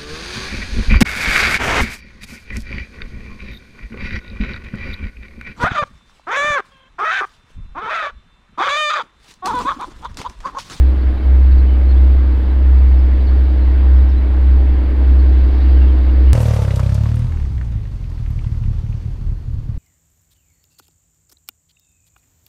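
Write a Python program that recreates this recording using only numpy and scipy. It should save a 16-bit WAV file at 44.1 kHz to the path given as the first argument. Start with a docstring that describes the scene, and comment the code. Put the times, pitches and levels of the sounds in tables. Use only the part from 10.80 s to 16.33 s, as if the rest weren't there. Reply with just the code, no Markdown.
"""In a wooded cutting, a two-engine diesel locomotive hauls a freight train towards a far microphone.
Two near-sine firing tones boom and throb over a fuzzy hum and the wavering shaft orders of both engines.
A wide roar of shaped noise surrounds them, crossed by a faint wandering whine.
Small birds chirp in the bushes as gliding sines with an echo tail; there are two faint, very high
ticks of noise, and the microphone hisses faintly."""
import sys
import numpy as np
from scipy import signal
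from scipy.fft import rfft, irfft
from scipy.io import wavfile
from scipy.ndimage import uniform_filter1d

SR = 44100
rng = np.random.default_rng(int(sys.argv[2]) if len(sys.argv) > 2 else 0)


def file_out(sig):
    """Save sig as 16-bit WAV at sys.argv[1]."""
    # one column per channel
    cols = np.atleast_2d(sig).T
    # limit, then scale
    lim = np.clip(cols, -1, 1)
    pcm = np.round(lim * 32767).astype(np.int16)
    wavfile.write(sys.argv[1], SR, pcm)


N = 243961
TIME_S = np.arange(N) / SR
LEAD_SHAFT_HZ, REAR_SHAFT_HZ = 10.7805, 11.0427


def amp(db):
    """Amplitude factor of a level in dB."""
    return 10 ** (np.asarray(db) / 20)


def evened(x):
    """Scales a signal to unit RMS."""
    return x / np.sqrt(np.mean(x ** 2) + 1e-20)


def sine(phase):
    """A sine of unit RMS."""
    return np.sqrt(2) * np.sin(phase)


def follow(rows):
    """Columns of a timed curve, read at every sample."""
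    times, *columns = np.transpose(rows)
    return [np.interp(TIME_S, times, column) for column in columns]


def coloured(white, points, bands=()):
    """Gives unit white noise a density in dB per Hz, with raised bands."""
    freqs = np.fft.rfftfreq(N, 1 / SR)
    hz, db = np.transpose(points)
    shape_db = np.interp(np.log(freqs + 1), np.log(hz + 1), db)
    for centre, width, rise in bands:
        shape_db = shape_db + rise * np.exp(-(2 * (freqs - centre) / width) ** 2)
    return irfft(rfft(white) * amp(shape_db) * np.sqrt(SR / 2), N)


def drift(top_hz, count=1):
    """Slow random wandering of unit RMS, one row each: 16 sines, weaker as they get faster."""
    t = np.arange(0, N + 256, 256) / SR
    hz = np.geomspace(.2, top_hz, num=16)[:, None]
    rows = []
    for start_turns in rng.random((count, 16)):
        waves = np.sin(2 * np.pi * (hz * t + start_turns[:, None])) / np.sqrt(hz)
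        rows.append(np.interp(TIME_S, t, evened(waves.sum(0))))
    return np.array(rows)


FIRINGS_PER_TURN, IN_STEP_S = 6, .02  # the two firing tones are in step at IN_STEP_S
REAR_BOOM_DB, REAR_RISE_HZ_PER_S = -20.6, .0029  # the rise is in shaft rate
HUM_HZ, HUM_WIDTH_HZ, HUM_DB = 60.9, 5, -31.5  # fuzzy hum just under the firing tone
# boom of the lead engine's exhaust at the microphone: (time [s], level [dB])
LEAD_BOOM_CURVE = [(0, -7.6), (.19, -15.3), (.27, -8.2), (.42, -15.5), (.46, -8.5), (1.05, -7.4),
                   (1.73, -11.3), (2.19, -5.6), (2.45, -13.3), (2.87, -7.7), (3.05, -10), (3.15, -8),
                   (3.4, -9.8), (4.23, -10.3), (4.64, -6.6), (4.72, -9.5), (5.53, -7.3)]


def firing_tone():
    """Both exhaust stacks sing a near sine at their firing rates and throb against each other."""
    t = TIME_S - IN_STEP_S
    firing_turn = 2 * np.pi * FIRINGS_PER_TURN * t
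    lead_level = amp(uniform_filter1d(follow(LEAD_BOOM_CURVE)[0], size=1500))
    lead = lead_level * np.cos(LEAD_SHAFT_HZ * firing_turn)
    # half the rise, because phase is the integral of the rate
    rear_hz = REAR_SHAFT_HZ + REAR_RISE_HZ_PER_S * t / 2
    rear = amp(REAR_BOOM_DB) * np.cos(rear_hz * firing_turn)
    freqs = np.fft.rfftfreq(N, 1 / SR)
    hum_band = np.exp(-((freqs - HUM_HZ) / HUM_WIDTH_HZ * 2) ** 4)
    hum = irfft(rfft(rng.standard_normal(N)) * hum_band, N)
    return np.sqrt(2) * (lead + rear) + amp(HUM_DB) * evened(hum)


# orders of each shaft speed sounded by uneven cylinders, before air and waver:
# (order [multiple of shaft rate], level [dB])
LEAD_SHAFT_ORDERS = [(4, -38), (5, -33), (7, -38), (8, -40.5), (9, -41), (10, -49), (12, -50), (13, -56),
                     (15, -59.5), (16, -48), (17, -47.5), (18, -47), (19, -59), (20, -41.5), (21, -45),
                     (22, -57), (23, -44.5), (24, -44.5), (25, -41), (26, -45), (27, -56), (28, -45),
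                     (29, -36.5), (30, -50.5), (31, -48.5), (32, -44.5), (35, -52), (37, -58), (38, -47.5),
                     (40, -62), (42, -58.5), (44, -57.5)]
REAR_SHAFT_ORDERS = [(4, -45), (5, -44), (7, -47.5), (8, -43.5), (9, -43.5), (12, -60.5), (17, -54.5),
                     (18, -52), (25, -58), (36, -60)]
# uneven carry through the air of the cutting, also heard in the roar:
# (time [s], upper shaft orders [dB], treble [dB])
AIR_CARRY = [(0, 0, -2.5), (0.601, -1, -3.5), (1.5, 1, -3), (2, -2, -3.5), (2.499, 0.5, -1), (3.4, -1, -4),
             (4, 2, -3), (4.4, 2.5, -2), (4.8, 2.5, 2), (5.2, 3, -1), (5.53, 0, -1)]


def engine(shaft_hz, orders, waver_db, slip_rad, hunt_turns):
    """Shaft orders; the governor hunts a little and moving air makes each order waver."""
    order, db = np.transpose(orders)[:, :, None]
    turns = shaft_hz * TIME_S + hunt_turns * drift(.8)[0]
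    level_drift = drift(2.5, count=len(orders))
    phase_drift = drift(2.5, count=len(orders))
    start = 2 * np.pi * rng.random((len(orders), 1))
    # the low orders bend round everything, so only the upper ones follow the air
    carry_db = follow(AIR_CARRY)[0] * (order > 21)
    level = amp(db + waver_db * level_drift + carry_db)
    return (level * sine(2 * np.pi * order * turns + start + slip_rad * phase_drift)).sum(0)


NEARING_DB_PER_S = 0.08
# roar of exhaust, fans and wheels, with ground-echo dips near 150 and 230 Hz:
# (frequency [Hz], density before the drifting changes [dB per Hz])
ROAR_SPECTRUM = [(14, -41.5), (27, -49.5), (75, -50.5), (110, -61), (150, -68.5), (192, -56.5),
                 (230, -63.5), (300, -61.5), (500, -64), (1300, -74), (2450, -80.5), (4600, -85.5),
                 (5600, -99), (7500, -112)]
# broad singing bands from fans and blowers: (centre [Hz], width [Hz], rise over the roar [dB])
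FAN_AND_BLOWER_BANDS = [(1610, 250, 3), (1817, 170, 2.5), (2145, 380, 3.5), (2630, 99, 2.5),
                        (4680, 15, 5.5), (4710, 65, 3.5)]


def roar(patchy_db=0.72, gust_db=0.03, chuff=0.031):
    """Wide noise in drifting patches, lightly puffed at each shaft turn, rising as the train nears."""
    hz, t, spectrum = signal.stft(rng.standard_normal(N), SR, nperseg=512, noverlap=384)
    hz = hz[:, None]
    patches = uniform_filter1d(rng.standard_normal(spectrum.shape), size=6, axis=0)
    patches = evened(uniform_filter1d(patches, size=25, axis=1))
    times, orders_db, treble_db = np.transpose(AIR_CARRY)
    # the growl near 330 Hz swells with the upper shaft orders
    growl = np.exp(-((hz - 330) / 120) ** 2) * np.interp(t, times, orders_db)
    treble = np.clip(hz / 4500, 0, 1) ** 2 * np.interp(t, times, treble_db)
    field_db = growl + patchy_db * patches + NEARING_DB_PER_S * t + treble
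    noise = signal.istft(spectrum * amp(field_db), SR, nperseg=512, noverlap=384)[1][:N]
    puffs = 1 + chuff * np.cos(2 * np.pi * LEAD_SHAFT_HZ * TIME_S)
    gusts = amp(gust_db * drift(12.0)[0])
    return coloured(noise * puffs * gusts, ROAR_SPECTRUM, FAN_AND_BLOWER_BANDS)


# faint wandering whine, perhaps a turbocharger:
# (time [s], frequency [Hz], level before its random drift [dB])
WHINE_PATH = [(.5, 2030, -75), (1.2, 2032, -60), (2.1, 1975, -72), (2.85, 1838, -57), (3.3, 1895, -59),
              (3.8, 1820, -60), (5.2, 1795, -65)]


def whine():
    """A thin gliding sine that wanders mostly downwards and fades in and out of the roar."""
    hz, db = follow(WHINE_PATH)
    level = amp(db + drift(top_hz=10)[0])
    return level * sine(2 * np.pi * np.cumsum(hz) / SR)


# bird calls from the bushes: (time [s], length [s], start frequency [Hz], end frequency [Hz],
# level before fades and echo [dB], warble [0-1])
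BIRD_CHIRPS = [(0.06, 0.05, 4070, 4120, -58, 0.1), (0.21, 0.03, 4100, 4700, -57, 0.3),
               (0.37, 0.03, 3950, 3850, -54, 0.2), (0.42, 0.03, 3200, 2950, -54, 0.2),
               (0.71, 0.025, 4600, 4150, -55, 0.2), (0.715, 0.025, 3880, 3850, -53, 0.1),
               (0.775, 0.022, 4700, 4250, -52, 0.2), (0.79, 0.022, 3900, 4250, -52, 0.1),
               (0.865, 0.115, 3030, 2970, -52, 0.05), (1.085, 0.036, 4180, 4270, -49, 0.1),
               (1.119, 0.012, 4480, 3320, -50, 0.1), (1.155, 0.035, 3150, 3650, -52, 0.2),
               (1.54, 0.1, 7500, 7300, -74, 0.6), (1.7, 0.03, 3880, 3950, -55, 0.1),
               (2.18, 0.03, 5200, 5000, -58, 0.4), (2.4, 0.03, 4100, 3800, -54, 0.3),
               (2.465, 0.04, 4480, 4250, -50, 0.5), (2.8, 0.04, 4160, 4070, -56, 0.3),
               (3.15, 0.05, 5700, 5000, -61, 0.7), (3.18, 0.04, 3950, 3700, -55, 0.6),
               (3.285, 0.04, 5550, 4950, -58, 0.8), (3.31, 0.03, 4000, 3500, -55, 0.6),
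               (3.36, 0.036, 4000, 4000, -53, 0.1), (3.5, 0.13, 7350, 7280, -72, 0.4),
               (4.385, 0.03, 4500, 4200, -53, 0.4), (4.8, 0.04, 3800, 4100, -50, 0.9),
               (4.85, 0.06, 2850, 2650, -52, 0.4), (4.91, 0.045, 3100, 3300, -53, 0.3),
               (4.96, 0.04, 3100, 2900, -50, 0.05), (5.0, 0.06, 2780, 2720, -49, 0.15),
               (5.068, 0.045, 3380, 3050, -51, 0.05), (5.13, 0.17, 7450, 7150, -71, 0.6),
               (5.28, 0.03, 2960, 2750, -54, 0.2), (5.47, 0.03, 2750, 3100, -50, 0.05),
               (5.495, 0.025, 3100, 2600, -50, 0.05)]


def birds():
    """Short gliding whistles with a random warble, smeared by echoes from the trees."""
    direct = np.zeros(N)
    for start_s, length_s, start_hz, end_hz, db, warble in BIRD_CHIRPS:
        n = round(length_s * SR)
        wobble = evened(uniform_filter1d(rng.standard_normal(8000), size=70))[:n]
        glide = uniform_filter1d(np.linspace(start_hz, end_hz, n), size=n // 3)
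        hz = glide * (1 + .06 * warble * wobble)
        whistle = amp(db) * sine(2 * np.pi * np.cumsum(hz) / SR) * signal.windows.tukey(n, .4)
        part = direct[round(start_s * SR):][:n]
        part += whistle[:len(part)]
    # a noise tail that falls 60 dB in 0.091 s
    echo = rng.standard_normal(8000) * amp(-60 * np.arange(8000) / SR / 0.091)
    echo /= np.linalg.norm(echo)
    return direct + amp(-9.5) * signal.oaconvolve(direct, echo)[:N]


# two faint, very high ticks: (time [s], starting level before the band filter [dB])
HIGH_TICKS = [(.104, -43), (.452, -42)]


def ticks():
    """Two faint, very high ticks of noise, each falling 60 dB in 4 ms before the band filter."""
    bursts, t = np.zeros(N), np.arange(200) / SR
    for start_s, db in HIGH_TICKS:
        bursts[round(start_s * SR):][:200] += amp(db - 60 * t / .004) * rng.standard_normal(200)
    band = signal.butter(4, (9500, 15500), "band", fs=SR, output="sos")
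    return signal.sosfilt(band, bursts)


def scene():
    """The locomotive, its roar and whine, then the birds and ticks, in one channel."""
    lead = engine(LEAD_SHAFT_HZ, LEAD_SHAFT_ORDERS, waver_db=0.77, slip_rad=0.23, hunt_turns=.003)
    rear = engine(REAR_SHAFT_HZ, REAR_SHAFT_ORDERS, waver_db=1.4, slip_rad=0.36, hunt_turns=0.0031)
    locomotive = firing_tone() + lead + rear + roar() + whine()
    return (locomotive + birds() + ticks())[None]


EDGE_HZ = 15760
# hiss of the microphone: (frequency [Hz], density [dB per Hz])
MICROPHONE_HISS = [(3000, -105), (8000, -107), (15000, -109)]


def record(dry):
    """Adds microphone hiss, then limits the band with a steep low-pass filter."""
    wet = dry + coloured(rng.standard_normal(N), MICROPHONE_HISS)
    low_pass = signal.firwin(1023, EDGE_HZ, window=("kaiser", 9), fs=SR)
    return signal.oaconvolve(wet, low_pass[None], "same")


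dry = scene()
out = record(dry)
file_out(out)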